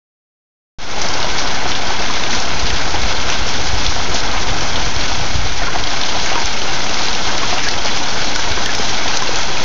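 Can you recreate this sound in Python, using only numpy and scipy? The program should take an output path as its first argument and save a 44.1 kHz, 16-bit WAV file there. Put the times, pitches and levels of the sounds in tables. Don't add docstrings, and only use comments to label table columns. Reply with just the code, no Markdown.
import sys
import numpy as np
from scipy import signal
from scipy.fft import rfft, irfft, next_fast_len
from scipy.io import wavfile
from scipy.ndimage import uniform_filter1d

SR = 44100
rng = np.random.default_rng(int(sys.argv[2]) if len(sys.argv) > 2 else 0)


def wav_out(sig):
    wavfile.write(sys.argv[1], SR, np.round(np.clip(np.atleast_2d(sig).T, -1, 1) * 32767).astype(np.int16))


N = 425124
BAND_EDGE_HZ = 7430


def gain_of(db):
    return 10 ** (np.asarray(db) / 20)


def unit_rms(x):
    return x / np.sqrt(np.mean(x ** 2, axis=-1, keepdims=True) + 1e-20)


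def level_at(spectrum, hz):
    f, db = np.transpose(spectrum)
    return np.interp(np.log(hz + 1), np.log(f + 1), db)


def envelope(rows, column):
    rows = np.asarray(rows)
    return gain_of(np.interp(np.arange(N) / SR, rows[:, 0], rows[:, column]))


def filtered(x, gain_at):
    length = x.shape[-1]
    size = next_fast_len(length + 512)
    return irfft(rfft(x, size) * gain_at(np.fft.rfftfreq(size, 1 / SR)), size)[..., :length]


def low_pass(x, hz):
    return signal.oaconvolve(x, signal.firwin(801, hz, window=("kaiser", 9), fs=SR), "same")


def superpose(onsets_s, sounds):
    at = np.round(np.abs(onsets_s) * SR).astype(int)[:, None] + np.arange(sounds.shape[1])
    return np.bincount(at.ravel(), sounds.ravel(), N)[:N]


def fluctuation(slow_hz, fast_hz, depth_db):
    t = np.arange(0, N, 100) / SR
    rates = np.geomspace(slow_hz, fast_hz, 20)[:, None]
    swing = np.sum(np.sin(2 * np.pi * (rates * t + rng.random(rates.shape))) / np.sqrt(rates), axis=0)
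    return gain_of(depth_db * np.interp(np.arange(N) / SR, t, unit_rms(swing)))


# f/Hz, relative level/dB
THUNDER_SPECTRUM = [(12, -8), (26, 0), (50, 0), (80, -3.5), (125, -11), (180, -12.5), (300, -36),
                    (700, -74)]


def rumble(shape):
    noise = rng.standard_normal(shape)
    return unit_rms(filtered(noise, lambda hz: gain_of(level_at(THUNDER_SPECTRUM, hz))))


# t/s, peak level/dB, width/s
THUNDER_PULSES = [(2.633,-14.5,0.0042), (2.648,-18,0.0016), (2.733,-12,0.0047), (2.994,-17,0.0024),
                  (3.047,-10.5,0.0055), (3.415,-15,0.0056), (3.737,-11,0.0037), (3.89,-15,0.0043),
                  (4.478,-19,0.0028), (4.516,-14,0.0023), (4.87,-22,0.002), (4.967,-15,0.0031),
                  (5.358,-10,0.0028), (5.39,-18,0.0023), (5.52,-20,0.0054), (6.45,-17,0.0048),
                  (8.47,-26,0.0046), (8.515,-17,0.0033), (8.565,-19,0.005)]


def booms():
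    onset_s, db, width_s = np.transpose(THUNDER_PULSES)
    lead_s, tail_s = .02, .05
    t = np.arange(SR // 3) / SR - lead_s
    u = t / width_s[:, None]
    pulse = (1 - u ** 2) * np.exp(-u ** 2 / 2)
    tail = gain_of(-14) * rumble(u.shape) * np.clip(u, 0, 1) * np.exp(-t / tail_s)
    return superpose(onset_s - lead_s, (pulse + tail) * gain_of(db)[:, None])


def thunder():
    start_s, rise_s, end_s, fade_s = 2.32, 0.15, 6.1, 0.61
    t = np.arange(N) / SR
    swell = np.clip(np.minimum((t - start_s) / rise_s, (end_s - t) / fade_s), 0, 1)
    roll = gain_of(-28.5) * rumble(N) * swell
    return roll * fluctuation(slow_hz=4.5, fast_hz=12, depth_db=2.5) + booms()


def raindrops(per_s, spread_db):
    strength = gain_of(-spread_db * np.log(rng.random(N) + .08))
    ticks = strength * rng.choice([-1, 1], N) * (rng.random(N) < per_s / SR)
    return unit_rms(filtered(ticks, lambda hz: hz < BAND_EDGE_HZ))


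# frequency ratio to its pitch, relative level/dB
SPOT_MODES = [(1.002, 2.5), (1.11, -11.5), (1.498, -11)]


def impacts(ring_hz, ring_t60, ring_db, octaves, echo_db, echo_t60, samples, crack_s=.0036):
    t, pitch = np.arange(samples) / SR, ring_hz[:, None]

    def band(hz):
        return np.exp(-.5 * (np.log2((hz + 1) / pitch) / octaves) ** 2) * (hz < BAND_EDGE_HZ)

    grit = unit_rms(filtered(rng.standard_normal((len(pitch), samples)), band))
    crack = np.tanh(grit) * np.exp(-(t / crack_s) ** 4)
    echoes = grit * gain_of(np.reshape(echo_db, (-1, 1)) - 60 * t / echo_t60) * (t > crack_s)
    modes = sum(gain_of(db) * np.sin(2 * np.pi * ratio * pitch * t) for ratio, db in SPOT_MODES)
    ring = modes * gain_of(ring_db - 60 * t / np.reshape(ring_t60, (-1, 1)))
    attack = 1 - np.exp(-(t / .0013) ** 2)
    fade_out = np.minimum(1, 4 * (1 - t / t[-1]))
    return (crack + ring + echoes) * attack * fade_out


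def shower(count, low_hz, high_hz, ring_cycles, spread_db=0.0, **strike):
    when, spot, weight = rng.random((count, 3)).T
    pitch = low_hz + (high_hz - low_hz) * spot
    hits = impacts(pitch, ring_t60=ring_cycles / pitch, echo_db=-10, echo_t60=0.14, **strike)
    strength = gain_of(-spread_db * np.log(weight + .08))
    return unit_rms(superpose(when * N / SR, hits * strength[:, None]))


# f/Hz, gain/dB
ROAR_SHAPE = [(20, 11), (60, 8.5), (150, 0.5), (300, 4), (540, 1), (1150, -1), (1850, -1.5), (2800, -1.5),
              (4900, -2.5), (6200, -2), (7300, -3)]
# f/Hz, width/Hz, lift/dB
DECK_RESONANCES = [(123, 12, 5.5), (200, 44, 2.5), (280, 44, 1), (740, 150, 5), (942, 198, 5),
                   (1295, 120, 3.5), (1506, 197, 5), (2193, 180, 3.5), (3340, 240, 3), (4160, 230, 2.5)]


def deck_response(hz):
    lift_db = sum(db * np.exp(-2 * ((hz - f) / width) ** 2) for f, width, db in DECK_RESONANCES)
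    return gain_of(level_at(ROAR_SHAPE, hz) + lift_db)


# t/s, relative low level/dB, relative high level/dB
GUSTS = [(1.0, -23.5, -23.5), (1.2, -21.5, -23), (1.6, -22.5, -24), (2.35, -22, -22.5), (2.52, -23, -23.5),
         (2.9, -22, -22.5), (3.95, -24, -22.5), (4.3, -22, -23.5), (5.1, -23, -22), (5.45, -25.5, -24),
         (5.7, -24, -24.5), (6.3, -23, -20.5), (6.55, -23.5, -23), (7.0, -22.5, -21.5), (7.7, -22.0, -21),
         (8.1, -23, -22), (8.7, -22, -21), (9.6, -23, -22)]


def downpour():
    wash = unit_rms(filtered(rng.standard_normal(N), lambda hz: hz < BAND_EDGE_HZ))
    drops = raindrops(per_s=3200, spread_db=0.5)
    drum = shower(count=1600, low_hz=421, high_hz=2435, ring_cycles=55, ring_db=-9,
                  crack_s=0.0044, octaves=0.86, samples=1300)
    spatter = shower(count=3000, low_hz=2035, high_hz=7470, ring_cycles=120, ring_db=-24,
                     crack_s=0.0037, octaves=0.66, samples=700)
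    roar = filtered(gain_of(0.5) * wash + gain_of(-8) * (drops + drum) + spatter, deck_response)
    low = filtered(roar, lambda hz: 1 / (1 + (hz / 2200) ** 6))
    gusting_low = gain_of(-0.73) * unit_rms(low) * envelope(GUSTS, column=1)
    gusting_high = gain_of(-2) * unit_rms(roar - low) * envelope(GUSTS, column=2)
    flurries = fluctuation(slow_hz=3.5, fast_hz=16, depth_db=0.58)
    return (gusting_low + gusting_high) * flurries


def patter():
    stones = shower(count=90, low_hz=2460, high_hz=5840, ring_cycles=150, ring_db=2,
                    spread_db=-1.5, octaves=0.76, samples=1800)
    return gain_of(-16) * stones * envelope(GUSTS, column=2)


# t/s, relative level/dB, ring f/Hz, ring T60/s
BOARD_HITS = [(1.152,-9,530,0.033), (1.243,-8,630,0.054), (1.655,-7.5,724,.05), (2.0998,-6,1015,0.034),
              (2.349,-9,1000,0.043), (2.876,-10.5,755,0.061), (2.941,-9,830,0.08), (3.291,-7,1690,0.039),
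              (5.617,-9.5,698,0.07), (5.618,-11.5,1810,0.053), (5.632,-10,1430,0.048), (5.668,-10,1410,.06),
              (5.68,-6.5,1050,0.055), (5.748,-9.5,770,0.041), (5.7565,-5,727,.055), (6.151,-7,700,.045),
              (6.315,-7,760,.045), (6.3538,-3.5,1210,0.032), (6.357,-6,944,0.081), (6.378,-6,910,0.063),
              (6.418,-11,860,0.046), (7.432,-9,1083,0.057), (7.525,-5.5,710,0.071), (7.664,-9.5,1656,0.12),
              (7.685,-5.5,1940,.05), (7.854,-11,600,0.03), (8.359,-7,1490,0.055), (8.391,-6.5,1590,0.046),
              (8.574,-9.5,1050,0.06), (8.66,-5,1790,0.051), (8.691,-6,1700,.065), (8.796,-10,420,.03),
              (9.057,-9,675,0.047), (9.221,-3.5,1023,0.051), (9.2906,-7,520,0.024)]


def hail_knocks():
    onset_s, db, hz, t60 = np.transpose(BOARD_HITS)
    thud_hz, thud_t60, thud_db = 338, 0.067, -10.5
    hits = impacts(hz, ring_t60=t60, ring_db=-1.5, octaves=0.77, echo_db=-17, echo_t60=0.28, samples=4400)
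    t = np.arange(hits.shape[1]) / SR
    board_hz = thud_hz * rng.uniform(0.87, 1.4, (len(onset_s), 1))
    thuds = np.sin(2 * np.pi * board_hz * t) * gain_of(thud_db - 60 * t / thud_t60)
    return gain_of(-7) * superpose(onset_s, (hits + thuds) * gain_of(db)[:, None])


# t/s, relative level/dB, lower f/Hz, upper f/Hz, spray level re crack/dB
ICE_HITS = [(1.015,-2,5770,6600,-14), (1.084,-7.5,5340,5750,-11), (1.1366,-10,4500,5600,-7),
            (1.2,-9,4130,5500,-9), (1.2275,-5,2930,3880,-12), (1.2448,-8,3340,3960,-19),
            (1.381,-9,5040,6100,-10), (1.387,-6,4170,4400,-16), (1.394,-5.5,5220,5750,-16),
            (1.473,-10,4140,4700,-10), (1.716,-4,2990,3500,-17), (1.75,-7,3200,3900,-9),
            (1.87,-8.5,3700,4560,-12), (2.022,-6,2150,2580,-20), (2.027,-12,1750,1950,-20),
            (2.06,-7.5,2950,3200,-22), (2.137,-6,3330,5600,-20), (2.236,-2,2420,3560,-40),
            (2.307,-4.5,3980,5900,-17), (2.3265,-8,5470,6290,-15), (2.33,-3.5,1980,3600,-16),
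            (2.348,-5.5,4230,5400,-10), (2.4,-6,5500,6630,-14), (2.421,-6,4200,5200,-12),
            (2.6528,-13.5,2440,4200,-1), (2.665,-6,2620,5000,-12), (2.7025,0,1770,3010,-22),
            (2.768,-8,2720,4600,-8), (2.905,-9.5,2700,5440,-17), (2.957,-9,3050,3400,-19),
            (3.1244,-7.5,4320,5240,-15), (3.199,-8,3560,4400,-19), (3.2995,-2,2670,6200,-14),
            (3.323,-5.5,2800,3100,-22), (3.339,-10,3500,4700,-14), (3.596,-10.5,4600,5430,-17),
            (3.667,-9,4800,5900,-21), (3.7829,-10,2550,5200,-12), (3.863,-1.5,3440,4390,-20),
            (3.938,-11,4150,4400,-21), (4.1425,-3.5,6160,6900,-9), (4.154,-9,3360,3650,-7),
            (4.182,-8,5200,6950,-13), (4.202,-11,4100,5600,-15), (4.313,-16,4300,4550,-18),
            (4.584,-12,5700,6100,-13), (4.607,-8,5635,5950,-10), (4.7565,-6,3200,3500,-13),
            (4.826,-12,3760,4500,-12), (4.9623,-6.5,3380,4300,-23), (5.009,-3,3150,4100,-22),
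            (5.575,-8.5,5430,5900,-21), (5.7838,-10,3140,4300,-16), (5.8376,-4,3100,3960,-20),
            (5.871,-8,3230,4500,-21), (5.9034,-8,4460,5400,-16), (6.0125,-1.5,3600,4020,-30),
            (6.0335,-5,3150,3400,-14), (6.058,-9,4000,4910,-15), (6.085,-9,3320,3960,-5),
            (6.1974,-7,3130,4300,-25), (6.2595,-4,2170,6630,-15), (6.275,-11,5500,6460,-15),
            (6.299,-6,1900,2760,-11), (6.3545,-5,2500,5340,-24), (6.399,-8,4950,5250,-17),
            (6.456,-4,4600,6290,-21), (6.6164,-6,3050,4400,-13), (6.804,-7.5,2070,3500,-14),
            (6.817,-12,4200,5200,-5), (6.841,-7,5000,6700,-16), (6.893,-4.5,3040,6460,-15),
            (6.9417,-1.5,3100,4790,-19), (6.974,-8.5,4650,5800,-15), (6.9935,-11,4500,4800,-15.5),
            (7.018,-7,4550,4800,-17), (7.054,-7,3960,4700,-24), (7.083,-2,3400,4080,-22),
            (7.1288,-5,3850,4100,-18), (7.1495,-3,3700,5860,-15), (7.3786,0.5,3750,5680,-30),
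            (7.582,-7.5,2400,2760,-8), (7.634,-6,2160,6120,-5), (7.686,1.5,4430,5000,-14),
            (7.711,-5,4300,4740,-13), (7.858,-6.5,4610,5250,-19), (7.881,-8,2100,2350,-12),
            (7.9487,-12,3750,5200,-21), (7.971,-5,2650,6290,-11), (8.084,-10,4300,5080,-20),
            (8.3587,0.5,3720,6290,-18), (8.394,-4.5,5230,6950,-13), (8.659,-0.5,3160,6460,-17),
            (8.7495,-4,5170,6170,-9.5), (8.787,-3.5,5600,6460,-14), (8.943,-7,3400,3650,-16),
            (9.077,-6,2330,3530,-13), (9.08,-8,5470,6200,-13), (9.1704,1.5,4280,6600,-30),
            (9.222,-4,5200,6200,-18), (9.291,-12,4210,6000,-16), (9.357,-4,4330,6890,-23),
            (9.385,-7,5970,6950,-15)]


def hail_clicks():
    onset_s, db, lower_hz, upper_hz, spray_db = np.transpose(ICE_HITS)
    hits = sum(impacts(hz, ring_t60=0.016, ring_db=-1.5, octaves=0.42,
                       echo_db=spray_db, echo_t60=0.2, samples=3000)
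               for hz in (lower_hz, upper_hz))
    return gain_of(-9.5) * superpose(onset_s, hits * gain_of(db)[:, None])


def scene():
    return (downpour() + patter() + hail_clicks() + hail_knocks() + thunder())[None]


def limiter(x, ceiling, release_s):
    cut = 1 - ceiling / np.maximum(np.abs(x), ceiling)
    decay = np.arange(N) / SR / release_s
    held_cut = np.exp(np.maximum.accumulate(np.log(cut + 1e-9) + decay) - decay)
    return x * (1 - uniform_filter1d(held_cut, size=2))


# f/Hz, gain/dB
MIC_RESPONSE = [(6150, 1), (6550, -4), (6900, -8), (7250, -17), (7450, -18)]


def record(dry):
    offset, opens_s = -.32, .786
    coloured = filtered(dry[0], lambda hz: gain_of(level_at(MIC_RESPONSE, hz)))
    limited = limiter(low_pass(coloured, BAND_EDGE_HZ) + offset, ceiling=.738, release_s=0.052)
    t = np.arange(N) / SR
    fade_in = np.interp(t, [opens_s, .89, 1.02], [.24, .55, 1]) * (t > opens_s)
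    return low_pass(limited * uniform_filter1d(fade_in, size=40), hz=15800)[None]


dry = scene()
out = record(dry)
wav_out(out)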